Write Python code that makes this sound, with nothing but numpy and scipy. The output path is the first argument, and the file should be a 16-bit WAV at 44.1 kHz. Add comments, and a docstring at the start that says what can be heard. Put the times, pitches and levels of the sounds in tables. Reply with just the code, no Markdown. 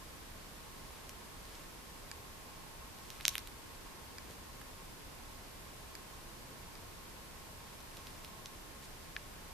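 """A cockatiel grinding its beak

A drowsy cockatiel sits a hand's length from a small hand-held camera in a quiet room. Its lower bill
slips off the ridges of the upper one in dry clicks, with a faint rasp of rubbing around them. A near
wall and the room echo the sound. The grip makes the camera's casing tick and bump now and then,
over rumbling air, a faint fan whine and microphone hiss."""
import sys
import numpy as np
from scipy import signal
from scipy.fft import rfft, irfft
from scipy.io import wavfile

SR = 44100
rng = np.random.default_rng(int(sys.argv[2]) if len(sys.argv) > 2 else 0)


def bounce(signal):
    """Save signal as a 16-bit WAV file at the path given by the first command-line argument."""
    frames = np.transpose(np.atleast_2d(signal))
    limited = np.clip(frames, -1, 1)
    pcm = np.round(limited * 32767).astype(np.int16)
    wavfile.write(sys.argv[1], SR, pcm)


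N = 420273

# times when the two halves of the bill rub together: start_s, length_s, level_db
BILL_RUBS = [(0.623, 0.57, -66), (1.413, 0.3, -62.5), (2.961, 0.32, -62.5), (3.196, .21, -56),
             (4.273, .08, -61.5), (7.783, 0.56, -63), (8.813, 0.061, -57.5)]


def beak(skid_s=0.0024, skid_db=-48.5, faint_per_s=8, over_rub_db=11, scatter_db=2):
    """The bill slips off a ridge and skids over the next; rubbing adds faint slips at random."""
    # clear slips: start_s, level_db, low_hz, high_hz, sharpness_db
    clear_slips = [(1.0935, -40, 2000, 5500, 0), (1.552, -49, 3800, 6800, -12),
                   (3.1030, -38.5, 3000, 5600, -4), (3.2010, -44, 1600, 2700, -18),
                   (3.2093, -38, 1780, 4130, -7), (3.2528, -18.5, 3250, 6500, -15),
                   (3.2806, -16.5, 2930, 5600, 1), (3.354, -26.5, 1740, 3200, -3),
                   (3.3807, -28.5, 1920, 4670, 1), (3.4733, -40.5, 1700, 3900, 4),
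                   (4.6146, -43, 1760, 2110, -11), (7.97, -44, 3200, 4900, -2),
                   (8.0698, -42, 3200, 5000, -7), (8.247, -40.5, 2480, 4570, -4),
                   (8.4584, -37, 4050, 6200, -10)]
    out = np.zeros(N)
    for start_s, level_db, *contact in clear_slips:
        add(out, start_s, slip(level_db, *contact))
        add(out, start_s + skid_s, slip(skid_db, *contact))
    for start_s, length_s, rub_db in BILL_RUBS:
        count = round(faint_per_s * length_s)
        for when, size, place in rng.uniform(-1.1, 1, size=(count, 3)):
            pitch = 2 ** (0.33 * place)  # up to about a third of an octave either way
            level_db = rub_db + over_rub_db + scatter_db * size
            faint = slip(level_db, low_hz=2400 * pitch, high_hz=4600 * pitch, sharpness_db=0)
            add(out, start_s + length_s * (1 + when) / 2, faint)
    return out


def slip(level_db, low_hz, high_hz, sharpness_db, catch_s=0.00032, catch_db=-13):
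    """One push makes the horn of the beak ring very briefly; where it touches sets the two pitches."""
    low = ping(low_hz, cycles=0.38)
    high = gain(0.48 * sharpness_db) * ping(high_hz, cycles=0.88)  # sharper slips drive it harder
    crack = gain(sharpness_db) * ping(hz=11800, cycles=0.63)
    click = low - high + crack  # neighbouring vibrations move in opposite directions
    out = gain(catch_db) * click  # the bill gives a little just before it lets go
    add(out, catch_s, click)
    thin = cut(out, 1100, "high", order=3)  # so small a body gives off little bass
    return at_level(thin, level_db)


def rasp(clicks_per_s=2200, spread_db=2.0, low_hz=1200, high_hz=5000):
    """Rubbing horn makes a crowd of tiny clicks that swells and fades."""
    hits = rng.random(N) < clicks_per_s / SR
    signs = rng.choice([-1, 1], N)
    sizes = gain(spread_db * np.minimum(rng.exponential(size=N), 3))
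    clicks = cut(hits * signs * sizes, low_hz, "high")
    clicks = cut(clicks, high_hz, "low", order=1)
    loudness = np.zeros(N)
    for start_s, length_s, level_db in BILL_RUBS:
        add(loudness, start_s, gain(level_db) * signal.windows.tukey(int(length_s * SR), 0.7))
    return loudness * clicks / clicks.std()


def room(sound, near_s=0.0018, wall_s=0.011, smear_s=0.003, fade_s=0.3):
    """Sound scatters around the camera, bounces off a near wall and dies away in the room."""
    t = np.arange(SR // 2) / SR
    near, wall, tail = rng.standard_normal((3, 2, len(t)))
    near = cut(near, 5400, "high", order=1) * t * np.exp(-t / near_s)
    wall = cut(wall, 4000, "high", order=1) * np.exp(-np.abs(t - wall_s) / smear_s)
    tail = tail * np.minimum(t / wall_s, 1) * fade(t, fade_s)
    echoes = gain(-14) * unit(near) + gain(-10.5) * unit(wall) + gain(-16) * unit(tail)
    echoes = cut(echoes, 14000, "low", order=1)
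    return signal.fftconvolve(sound[None], echoes, axes=1)[:, :N]


def casing(rise_s=0.00054, mic_gap_s=0.00006):
    """The grip strains the camera's shell: it cracks, rings for a moment, and bumps softly."""
    # ticks of the shell: start_s, level_db, tilt_db_per_octave, crack_hz, crack_db
    ticks = [(2.1147, -35, 1.5, 6500, -4.5), (4.1836, -37.5, 1, 5530, -8), (5.9526, -37.5, 3.5, 6500, -7),
             (6.7534, -45, 1.5, 5000, -4), (9.165, -28.5, -10, 2930, -3.5)]
    # tones the shell rings with: pitch_hz, relative_db, fade_s
    shell_tones = [(1730, -1.5, 0.019), (1970, -3.5, 0.013), (2325, -1, 0.014), (4810, 4, 0.0086),
                   (7140, 0, 0.0044), (12000, -2, .003)]
    # soft bumps of the grip: start_s, level_db, pitch_hz
    bumps = [(0.906, -47, 900), (4.301, -43, 447), (4.386, -50, 1000)]
    out = np.zeros((2, N))
    t = np.arange(SR // 20) / SR
    for start_s, level_db, tilt, crack_hz, crack_db in ticks:
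        ringing = 0
        for k, (hz, tone_db, fade_s) in enumerate(shell_tones):
            # each tone reaches one microphone first
            lead_s = (-1) ** k * mic_gap_s * np.array([[1], [-1]]) / 2
            size = gain(tone_db + tilt * np.log2(hz / shell_tones[0][0]))
            ringing += size * np.sin(2 * np.pi * hz * (t + lead_s)) * fade(t, fade_s)
        ringing *= np.minimum(t / rise_s, 1)
        tick = unit(cut(ringing, 1350, "high"))
        add(tick, 0, gain(crack_db) * ping(crack_hz, cycles=0.54))
        add(out, start_s, at_level(tick, level_db))
    for start_s, level_db, hz in bumps:
        add(out, start_s, at_level(ping(hz, cycles=0.62), level_db))
    return out


def air(level_db=-50.5, right_db=0.8, room_hz=2500, rumble_hz=120, swell_db=0.3):
    """Both microphones hear the same slowly swelling rumble; each adds its own steady hiss."""
    # strength of the rumble and hiss: pitch_hz, relative_db
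    noise_shape = [(12, -22.5), (26, 1.5), (42, -4.5), (65, -4.5), (110, -9), (240, -11.5), (480, -14),
                   (750, -16.5), (1400, -18.5), (2300, -20.5), (3800, -23), (4800, -23), (6500, -25.5),
                   (14000, -27)]
    # how alike left and right are: pitch_hz, likeness (1 means the same)
    likeness = [(25, 1), (60, .78), (125, 0.67), (250, 0.23), (1000, 0.21), (2500, 0.023), (6000, 0.019),
                (14000, 0.016)]
    hz = np.arange(N // 2 + 1) * SR / N
    alike = read_curve(likeness, hz)
    spectrum = rfft(rng.standard_normal((2, N))) * gain(read_curve(noise_shape, hz))
    shared, opposite = spectrum * np.sqrt([1 + alike, 1 - alike])
    lean = gain(right_db / 2 / (1 + (hz / room_hz) ** 2))  # the room's share leans a little right
    noise = irfft(np.array([(shared + opposite) / lean, (shared - opposite) * lean]), N)
    noise /= noise.std()
    rumble = cut(noise, rumble_hz, "low", order=1)
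    swell = gain(swell_db * drift(turns_per_s=0.9))
    return gain(level_db) * (noise + (swell - 1) * rumble)


def fan(waver_db=1, shared=0.81):
    """Swirling air rings at a few pitches and makes a faint, wavering whine."""
    # tones of the whine: pitch_hz, rough_width_hz, left_db, right_db
    fan_tones = [(1081, 16, -69, -65), (1051, 33, -71, -67.5), (931, 37, -70, -67.5), (854, 44, -76, -69.5),
                 (1660, 110, -89, -76)]
    out = 0
    for hz, width_hz, left_db, right_db in fan_tones:
        flow = rng.standard_normal((2, N)) + shared * rng.standard_normal(N)
        peak = signal.iirpeak(hz, hz / width_hz / 2, fs=SR)
        tone = signal.lfilter(*peak, signal.lfilter(*peak, flow))
        out += gain([[left_db], [right_db]]) * tone / tone.std()
    return out * gain(waver_db * drift(turns_per_s=2.3))


def ping(hz, cycles):
    """A tiny tone that peaks after this many cycles and dies nearly as fast."""
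    turns = hz * np.arange(SR // 100) / SR
    return unit(np.sin(2 * np.pi * turns) * turns ** 2 * np.exp(-2 * turns / cycles))


def fade(t, fade_s):
    """Die away by 60 decibels in fade_s seconds."""
    return np.exp(-np.log(1000) * t / fade_s)


def gain(db):
    """Turn decibels into a number to multiply by."""
    return 10 ** (np.asarray(db) / 20)


def unit(sound):
    """Scale to an average energy of one per channel."""
    return sound / np.sqrt(np.mean(np.sum(sound ** 2, axis=-1)))


def at_level(sound, db):
    """Give a short sound the energy of one millisecond at this level."""
    return unit(sound) * gain(db) * np.sqrt(SR / 1000)


def add(out, start_s, sound):
    """Mix a short sound in at its start time."""
    i = int(start_s * SR)
    out[..., i:i + sound.shape[-1]] += sound[..., :out.shape[-1] - i]


def cut(sound, hz, keep, order=2):
    """Keep the "high" or "low" side of hz; a higher order cuts more steeply."""
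    return signal.sosfilt(signal.butter(order, hz, keep, fs=SR, output="sos"), sound)


def read_curve(points, hz):
    """Read between (pitch_hz, value) points, with octaves evenly spaced."""
    pitches, values = np.transpose(points)
    return np.interp(np.log(hz + 1), np.log(pitches), values)


def drift(turns_per_s):
    """A slow random wander, mostly between -1 and 1."""
    count = int(turns_per_s * N / SR) + 2
    return np.interp(np.linspace(0, count - 1, N), np.arange(count), rng.standard_normal(count))


def scene(bird_right_db=1.4):
    """The bird sits just right of centre, with its echoes and the quiet background around it."""
    bird = beak() + rasp()
    balance = gain(np.array([[-bird_right_db], [bird_right_db]]) / 2)
    return bird * balance + room(bird) + casing() + air() + fan()


def record(dry, top_hz=14200):
    """The camera steeply cuts the highest treble."""
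    return signal.fftconvolve(dry, signal.firwin(255, top_hz, fs=SR)[None], mode="same", axes=1)


dry = scene()
out = record(dry)
bounce(out)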